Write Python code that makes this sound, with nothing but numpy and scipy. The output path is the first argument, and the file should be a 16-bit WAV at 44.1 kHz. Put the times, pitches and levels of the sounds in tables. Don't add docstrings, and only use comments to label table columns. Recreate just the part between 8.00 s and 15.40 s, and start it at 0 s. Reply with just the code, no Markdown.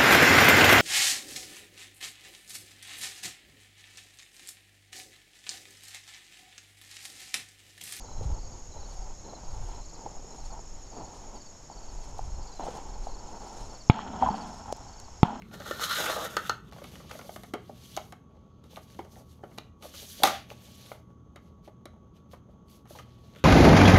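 import sys
import numpy as np
from scipy import signal
from scipy.fft import rfft, irfft
from scipy.io import wavfile

SR = 44100
rng = np.random.default_rng(int(sys.argv[2]) if len(sys.argv) > 2 else 0)


def unload_audio(sound):
    columns = np.transpose(np.atleast_2d(sound))
    steps = np.round(np.clip(columns, -1, 1) * 32767)
    wavfile.write(sys.argv[1], SR, steps.astype(np.int16))


N = 326340


def gain_of(db):
    return 10 ** (np.asarray(db) / 20)


def evened(x):
    return x / np.sqrt(np.mean(x ** 2) + 1e-20)


def columns(rows):
    s, *values = np.transpose(rows)
    return [np.interp(np.arange(N) / SR, s, v) for v in values]


def add(mix, s, sound):
    part = mix[round(s * SR):][:len(sound)]
    part += sound[:len(part)]


def colour(x, points):
    hz, db = np.transpose(points)
    f = np.fft.rfftfreq(len(x), 1 / SR)
    curve_db = np.interp(np.log(f + 1), np.log(hz + 1), db)
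    return evened(irfft(rfft(x) * gain_of(curve_db), len(x)))


def resonate(x, hz, width):
    r = np.exp(-np.pi * width / SR)
    pole = r * np.exp(2j * np.pi * hz / SR)
    return 2 * signal.lfilter([1 - r], [1, -pole], x).real


def ring(x, modes):
    return sum(gain_of(db) * resonate(resonate(x, hz, width), hz, width) for hz, width, db in modes)


def muffle(x, hz):
    return signal.sosfilt(signal.butter(N=4, Wn=hz, fs=SR, output="sos"), x)


def wobble(per_s):
    noise = rng.standard_normal(N + SR)
    low_pass = signal.butter(2, per_s, fs=SR, output="sos")
    return evened(signal.sosfiltfilt(low_pass, noise)[SR // 2:][:N])


def crackle(per_s, spread_db):
    size_db = spread_db * np.minimum(rng.exponential(1, N), 4)
    size = gain_of(size_db) * rng.choice([-1., 1.], N)
    return evened(size * (rng.random(N) < per_s / SR))


# pitch in Hz, width in Hz (narrowed for a knock), level in dB.
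MID_MODES = [(734, 383, 8.5), (851, 300, 12.5), (1085, 470, 0), (1283, 280, 3.5)]
# pitch in Hz, width in Hz, level in dB.
LOOSE_MODES = [(204, 270, -2.5), (360, 470, 2), (500, 260, -9)]
# pitch in Hz, width in Hz, level in dB.
PRESSED_MODES = [(225, 105, 3), (362, 340, -9)]
# frequency in Hz, relative level in dB.
SCRATCH_COLOUR = [(900, -15), (1600, 0), (2200, -5.5), (2800, -3), (3250, 1), (3700, -9.5), (4500, -6),
                  (6000, -47)]
# start in seconds, length in seconds, first level in dB, last level in dB,
# low body in dB over that, scratch in dB over that.
STROKES = [(0.0, .38, -55, -51, 1, -17), (.42, .18, -60, -60, 5, -15), (.74, .38, -54, -55, -2, -17),
           (1.24, .1, -56, -54, 6, -17), (1.36, .44, -54, -51, -3, -15), (1.92, .56, -56, -57, 1, -19),
           (2.03, .04, -66, -63, 13, -20), (2.955, .06, -66, -65, 14, -20), (3.33, .03, -67, -65, 13, -20),
           (2.5, .09, -49, -50, -6, -21), (2.62, .26, -66, -64, 0, -10), (2.91, .48, -52, -55, 1, -20),
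           (3.68, .88, -56, -54, -2, -17), (4.59, .1, -43, -43, -1, -14), (4.7, .11, -45, -46, -1, -13),
           (4.83, .22, -50, -54, -1, -17), (5.06, .32, -52, -50, -1, -17), (5.4, .38, -47, -53, -2, -18),
           (5.905, .1, -33, -37, -1, -8), (6.01, .11, -38, -41, 0, -14), (6.13, .07, -37, -40, -1, -17),
           (6.205, .07, -33, -32, -2, -15), (6.295, .2, -35, -45, -2, -17), (6.5, .21, -48, -45, -6, -20),
           (6.74, .44, -50, -60, -10, -17), (7.238, .17, -29, -43, -3, -15)]
GRIP_S, LET_GO_S = 0.008, 0.024


def rubbing():
    slips = crackle(per_s=2000, spread_db=2.5) * gain_of(1.6 * wobble(per_s=49))
    fine_slips = crackle(per_s=2500, spread_db=3.0) * gain_of(1.8 * wobble(per_s=39))
    scratch = colour(fine_slips + 0.36 * slips, SCRATCH_COLOUR)
    mid = muffle(evened(ring(slips, MID_MODES)), hz=1410)
    loose, pressed = evened(ring(slips, LOOSE_MODES)), evened(ring(slips, PRESSED_MODES))
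    out = np.zeros(N)
    first_knock_s = KNOCKS[0][0]
    for s, length, first_db, last_db, low_db, scratch_db in STROKES:
        at = slice(round(max(s, 0) * SR), min(round((s + length + LET_GO_S) * SR), N))
        t = np.arange(at.stop - at.start) / SR
        grip = np.clip(np.minimum(t / GRIP_S, (length + LET_GO_S - t) / LET_GO_S), 0, 1)
        low = loose if s < first_knock_s else pressed
        body = mid[at] + gain_of(low_db) * low[at] + gain_of(scratch_db) * scratch[at]
        slide_db = first_db + (last_db - first_db) * t / length
        out[at] += grip * gain_of(slide_db) * body
    return out


# frequency in Hz, relative level in dB.
SNAP_COLOUR = [(1500, -10), (3000, 10), (7000, 13.5), (10000, 1), (14500, -8), (16500, -13)]


def crack(db, t60):
    t = np.arange(1300) / SR
    return gain_of(db - 60 * t / t60) * colour(rng.standard_normal(len(t)), SNAP_COLOUR)


# start in seconds, level in dB before the soft onset,
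# ring in Hz, 60 dB decay in seconds.
TAPS = [(0.21, -28, 480, 0.027), (0.764, -32, 573, 0.018), (1.335, -24, 670, 0.013),
        (2.062, -24, 826, 0.028), (2.168, -34, 760, 0.022), (3.029, -45, 720, 0.015),
        (3.349, -43, 470, 0.019), (3.7, -27.5, 800, 0.015), (4.192, -18.5, 777, 0.016),
        (4.596, -14, 734, 0.0067), (4.608, -22, 810, 0.019), (4.635, -24, 740, 0.024),
        (4.667, -17.5, 720, 0.016), (4.684, -22.5, 495, 0.032), (4.769, -28, 850, 0.016),
        (5.07, -19, 744, 0.014), (5.991, -6, 1020, 0.0061), (6.138, -22, 820, 0.014),
        (6.224, -8, 897, 0.03), (6.23, -12, 760, 0.074), (6.241, -21, 684, 0.026),
        (6.261, -17, 1010, 0.053), (6.272, -20.5, 1026, 0.04), (6.287, -11, 864, 0.037),
        (6.32, -26, 890, 0.024), (6.343, -18, 774, 0.022), (6.701, -27, 832, 0.044),
        (6.726, -8.5, 616, 0.0083), (7.082, -30.5, 920, 0.012), (7.322, -38, 790, 0.02)]
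# start in seconds, starting level in dB, 60 dB decay in seconds.
SNAPS = [(1.6875, -52, 0.012), (1.7474, -49, 0.012), (4.1832, -47.5, 0.015), (4.5965, -48, 0.008),
         (4.772, -43, 0.012), (6.725, -33, 0.016), (6.7685, -47, 0.012), (6.9997, -39.5, 0.011)]


def taps():
    out, t = np.zeros(N), np.arange(2600) / SR
    onset = 1 - np.exp(-t / 0.00085)
    for s, db, hz, t60 in TAPS:
        add(out, s, -gain_of(db - 60 * t / t60) * onset * np.sin(2 * np.pi * hz * t))
    for s, db, t60 in SNAPS:
        add(out, s, crack(db, t60))
    return out


# pitch in Hz, width in Hz, level in dB before the knock picks its spot.
HIGH_MODES = [(1550, 600, -5), (2350, 600, -1), (2850, 500, -5), (3350, 600, 0), (4050, 600, -6)]
# start in seconds, thump level in dB before its onset, thump in Hz,
# thump 60 dB decay in seconds, mid ring peak in dB, high ring peak in dB, high ring centre in Hz, crack in dB.
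KNOCKS = [(5.8981, 2, 111, 0.03, -8, -16, 2760, -44), (7.2311, 3.5, 141, 0.02, -5.5, -20, 3100, -40.5)]
SPOT_WIDTH_HZ = 700


def knocks():
    out, t = np.zeros(N), np.arange(6000) / SR
    blow = -t * np.exp(-t / .00008)
    mid = sum(gain_of(db) * resonate(blow, hz, 0.19 * width) for hz, width, db in MID_MODES)
    mid = muffle(mid, hz=1710)
    for s, thump_db, hz, t60, mid_db, high_db, spot_hz, crack_db in KNOCKS:
        rattle = rng.standard_normal(len(t)) * t * (np.exp(-t / 0.0012) + .03 * np.exp(-t / .006))
        spot_modes = [(f, w, db - 6 * ((f - spot_hz) / SPOT_WIDTH_HZ) ** 2) for f, w, db in HIGH_MODES]
        high = muffle(ring(rattle, spot_modes), hz=4320)
        push = (1 - np.exp(-(t / 0.000448) ** 2)) * np.sin(2 * np.pi * hz * t + 1.12)
        thump = -gain_of(thump_db - 60 * t / t60) * push
        mid_ring = gain_of(mid_db) * mid / abs(mid).max()
        high_ring = gain_of(high_db) * high / abs(high).max()
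        add(out, s, thump + mid_ring + high_ring)
        add(out, s, crack(crack_db, t60=0.0099))
    return out


# time in seconds, rumble in dB, gust sharpness as upper bass in dB over the rumble.
WIND = [(0, -39.5, -19), (.17, -36, -6.5), (.22, -36.5, 2.5), (.32, -32.5, 0.5), (.4, -36.5, -15),
        (.55, -42, -8.5), (.75, -42, -6.5), (.9, -36.5, -13), (1.1, -35, -18), (1.2, -45.5, -9),
        (1.36, -49, -5), (1.5, -31.5, -14.5), (1.63, -34, -11), (1.75, -42, -10), (1.98, -44.5, -10),
        (2.4, -41.5, -10.5), (2.53, -36.5, -10), (2.66, -43, -20), (2.95, -45.5, -8), (3.16, -51, -5.5),
        (3.33, -40.5, -25), (3.57, -53.5, -4), (3.82, -39.5, -22), (4.05, -38.5, -9), (4.16, -41.5, -9),
        (4.32, -32, -8.5), (4.44, -35.5, -15), (4.53, -43, -21), (4.85, -40, -12), (5.08, -31.5, -21),
        (5.22, -45, -10), (5.5, -48, -18), (5.65, -38, -9), (5.84, -52, -12), (6.17, -52.5, 6.5),
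        (6.27, -52, 12), (6.36, -50.5, 0), (7.4, -52.5, -2)]


def wind():
    rumble_db, sharp_db = columns(WIND)
    lumps = gain_of(1.6 * wobble(per_s=30))
    deep = colour(rng.standard_normal(N), [(6, 11), (20, 12.0), (40, 9), (65, -26), (120, -50.0)])
    upper = colour(rng.standard_normal(N), [(35, -3.5), (65, 7.5), (110, -0.5), (170, -10.0), (320, -53)])
    return gain_of(rumble_db) * lumps * (deep + gain_of(sharp_db) * upper)


# frequency in Hz, relative level in dB.
STEM_COLOUR = [(1500, -3.5), (3000, -0.5), (6000, 3), (8500, -4.5), (11000, -12.5), (13000, -20),
               (14300, -25)]
# fastest at in seconds, lasts in seconds,
# swell in dB, added to the stir.
STRIDES = [(.26, 0.22, -64), (.93, 0.2, -64), (1.64, 0.42, -65.5), (2.42, 0.28, -65.5), (3.17, 0.39, -67.5),
           (4.05, 0.68, -66.5), (4.734, 0.42, -60), (5.05, 0.24, -64.5), (5.53, 0.6, -61),
           (6.456, 0.76, -64), (7.26, 0.13, -64)]
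STIR_DB = -77


def grass():
    fizz = 1.2 * rng.standard_normal(N) + 0.42 * crackle(per_s=2100, spread_db=-0.5)
    t = np.arange(N) / SR
    swells = sum(gain_of(db) * np.exp(-2 * ((t - s) / (lasts / 2)) ** 2) for s, lasts, db in STRIDES)
    drag = gain_of(STIR_DB) + swells
    return drag * gain_of(2.7 * wobble(per_s=25)) * colour(fizz, STEM_COLOUR)


# middle of the first pulse in seconds,
# number of pulses, level in dB, centre in Hz, the last two before the chance differences.
CHIRPS = [(-.045, 3, -56.5, 4600), (.075, 4, -58, 4070), (.344, 3, -55.5, 4460), (.422, 3, -56, 4700),
          (.726, 3, -56.5, 4050), (.81, 3, -55, 4450), (.924, 3, -60, 4700), (1.251, 3, -54.5, 4120),
          (1.404, 3, -58, 4700), (1.711, 3, -58, 4130), (1.848, 3, -58, 4400), (1.903, 3, -60, 4750),
          (2.32, 3, -61, 4130), (2.409, 3, -56.5, 4450), (2.872, 3, -58, 4600), (2.956, 3, -57, 4500),
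          (3.365, 3, -53, 4550), (3.731, 4, -55, 4500), (3.983, 2, -58, 4450), (4.315, 4, -60, 4300),
          (4.43, 3, -53, 4700), (4.498, 2, -58, 4400), (4.523, 3, -54.5, 4120), (4.895, 2, -58, 4400),
          (5.022, 3, -63, 4040), (5.045, 3, -55, 4400), (5.118, 1, -55, 4300), (5.145, 2, -58, 4530),
          (5.368, 3, -61, 4520), (5.552, 3, -60, 4100), (5.708, 3, -51.5, 4500), (6.31, 3, -49, 4500),
          (6.888, 4, -55.5, 4520)]
FAR_CRICKETS, FAR_DB = 30, -66
FIRST_GAP_S, GAP_S, FIRST_DB = .049, .056, -2
FALL_PER_S, SETTLE_HZ = 18.9, 3300
UNEVEN_DB, UNEVEN_HZ = 1.3, 30


def chirps():
    out, t = np.zeros(N), np.arange(-.015, .015, 1 / SR)
    bend = -FALL_PER_S * t - 400 * t ** 2
    fade = signal.windows.tukey(len(t), .8)
    far = rng.uniform([0, -3, 4000], [N / SR - .2, 2, 4800], (FAR_CRICKETS, 3))
    far_chirps = [(s, 3, FAR_DB + db, hz) for s, db, hz in far]
    for first_s, pulses, db, hz in list(CHIRPS) + far_chirps:
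        for k in range(round(pulses)):
            wait_s = FIRST_GAP_S + GAP_S * (k - 1) if k else 0
            s = first_s + wait_s + t[0]
            off_db, off_hz, turn = rng.uniform(-1.02, 1, 3) * [UNEVEN_DB, UNEVEN_HZ, .5]
            pitch_hz = hz + off_hz + (hz - SETTLE_HZ) * bend
            pulse = gain_of(off_db) * np.sin(2 * np.pi * (np.cumsum(pitch_hz) / SR + turn))
            if s > t[0]:
                add(out, max(s, 0), gain_of(db + FIRST_DB * (k == 0)) * fade * pulse)
    lag = np.arange(5000) / SR
    scatter = gain_of(-60 * lag / 0.12) * (lag > .008) * rng.standard_normal(len(lag))
    tail = signal.oaconvolve(out, scatter / np.linalg.norm(scatter))[:N]
    return out + gain_of(-8) * tail


# pitch in Hz, pitch swing either way through a pulse in Hz,
# sharpness of the pulses, roughness 0-1.
TRILLS = [(6780, 260, 3.0, .25), (7120, 180, 3.0, .3), (5350, 220, 2.5, .3), (7650, 200, 2.5, .5),
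          (6480, 180, 2.5, .3)]
BEATS = [(13.47, .89), (23.695, -.02), (73.38, .68), (48.45, .1), (23.695, .75)]
# nearest at in seconds, level there in dB, distance in metres.
PASSES = [
    [(2.75, -57, .75)],
    [(2.1, -62.5, .7), (4.5, -65, .6), (5.5, -61, .7)],
    [(2.2, -64, .5), (6.2, -59, .5)],
    [(3.7, -72, 15)],
    [(0, -62, .8), (6, -61, 1.2)],
]
WALK_M_PER_S = 1.0
# pitch in Hz, width in Hz, level at the start in dB, drift along the walk in dB per second.
CHORUS = [(4290, 300, -75.5, -0.4), (5455, 550, -63, 0), (6636, 520, -54, -0.98)]


def insects():
    out, t = np.zeros(N), np.arange(N) / SR
    for (hz, swing_hz, sharp, rough), (per_s, turns), passes in zip(TRILLS, BEATS, PASSES):
        power = sum(gain_of(2 * db) / (1 + (WALK_M_PER_S * (t - s) / m) ** 2) for s, db, m in passes)
        near = np.sqrt(power)
        cycle = 2 * np.pi * (per_s * t + turns)
        pitch_hz = hz - swing_hz * np.sin(cycle) + 60 * wobble(per_s=49.1)
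        tone = np.sin(2 * np.pi * np.cumsum(pitch_hz) / SR)
        scrape = evened(ring(rng.standard_normal(N), [(hz, 2 * swing_hz, 0)]))
        strokes = np.exp(sharp * np.cos(cycle)) * gain_of(0.83 * wobble(per_s=4.1))
        out += near * evened(strokes * ((1 - rough) * tone + rough * scrape))
    for hz, width, db, drift_db in CHORUS:
        level_db = db + drift_db * t + 0.33 * wobble(per_s=90)
        out += gain_of(level_db) * evened(ring(rng.standard_normal(N), [(hz, width, 0)]))
    return out


# frequency in Hz, relative level in dB.
AIR_COLOUR = [(35, -38), (60, -2), (200, -9), (900, -12), (1600, -23), (3600, -28), (7300, -20.5),
              (8600, -42.5), (12500, -42), (13800, -77.5)]
AIR_DB = -53


def field_air():
    return gain_of(AIR_DB) * colour(rng.standard_normal(N), AIR_COLOUR)


def scene():
    housing = muffle(rubbing(), hz=4600) + taps() + knocks()
    outdoors = muffle(wind(), hz=512) + grass() + chirps() + muffle(insects(), hz=7550) + field_air()
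    return (housing + outdoors)[None]


EDGE_HZ = 16300


def record(dry):
    power = signal.lfilter([1 / 300], [1, -299 / 300], dry[0] ** 2)
    power_db = 10 * np.log10(abs(power) + 1e-12)
    recovery_db = np.arange(N) * 29.0 / SR
    held_db = np.maximum.accumulate(power_db + recovery_db) - recovery_db
    over_db = np.maximum(held_db + 17, 0)
    lagging_db = signal.lfilter([1 / 600], [1, -599 / 600], over_db)
    ducked = dry / gain_of(0.55 * lagging_db)
    clipped = np.clip(ducked, -.99, .99)
    band_limit = signal.firwin(511, EDGE_HZ, window=("kaiser", 9), fs=SR)
    return signal.oaconvolve(clipped, band_limit[None], "same")


dry = scene()
out = record(dry)
unload_audio(out)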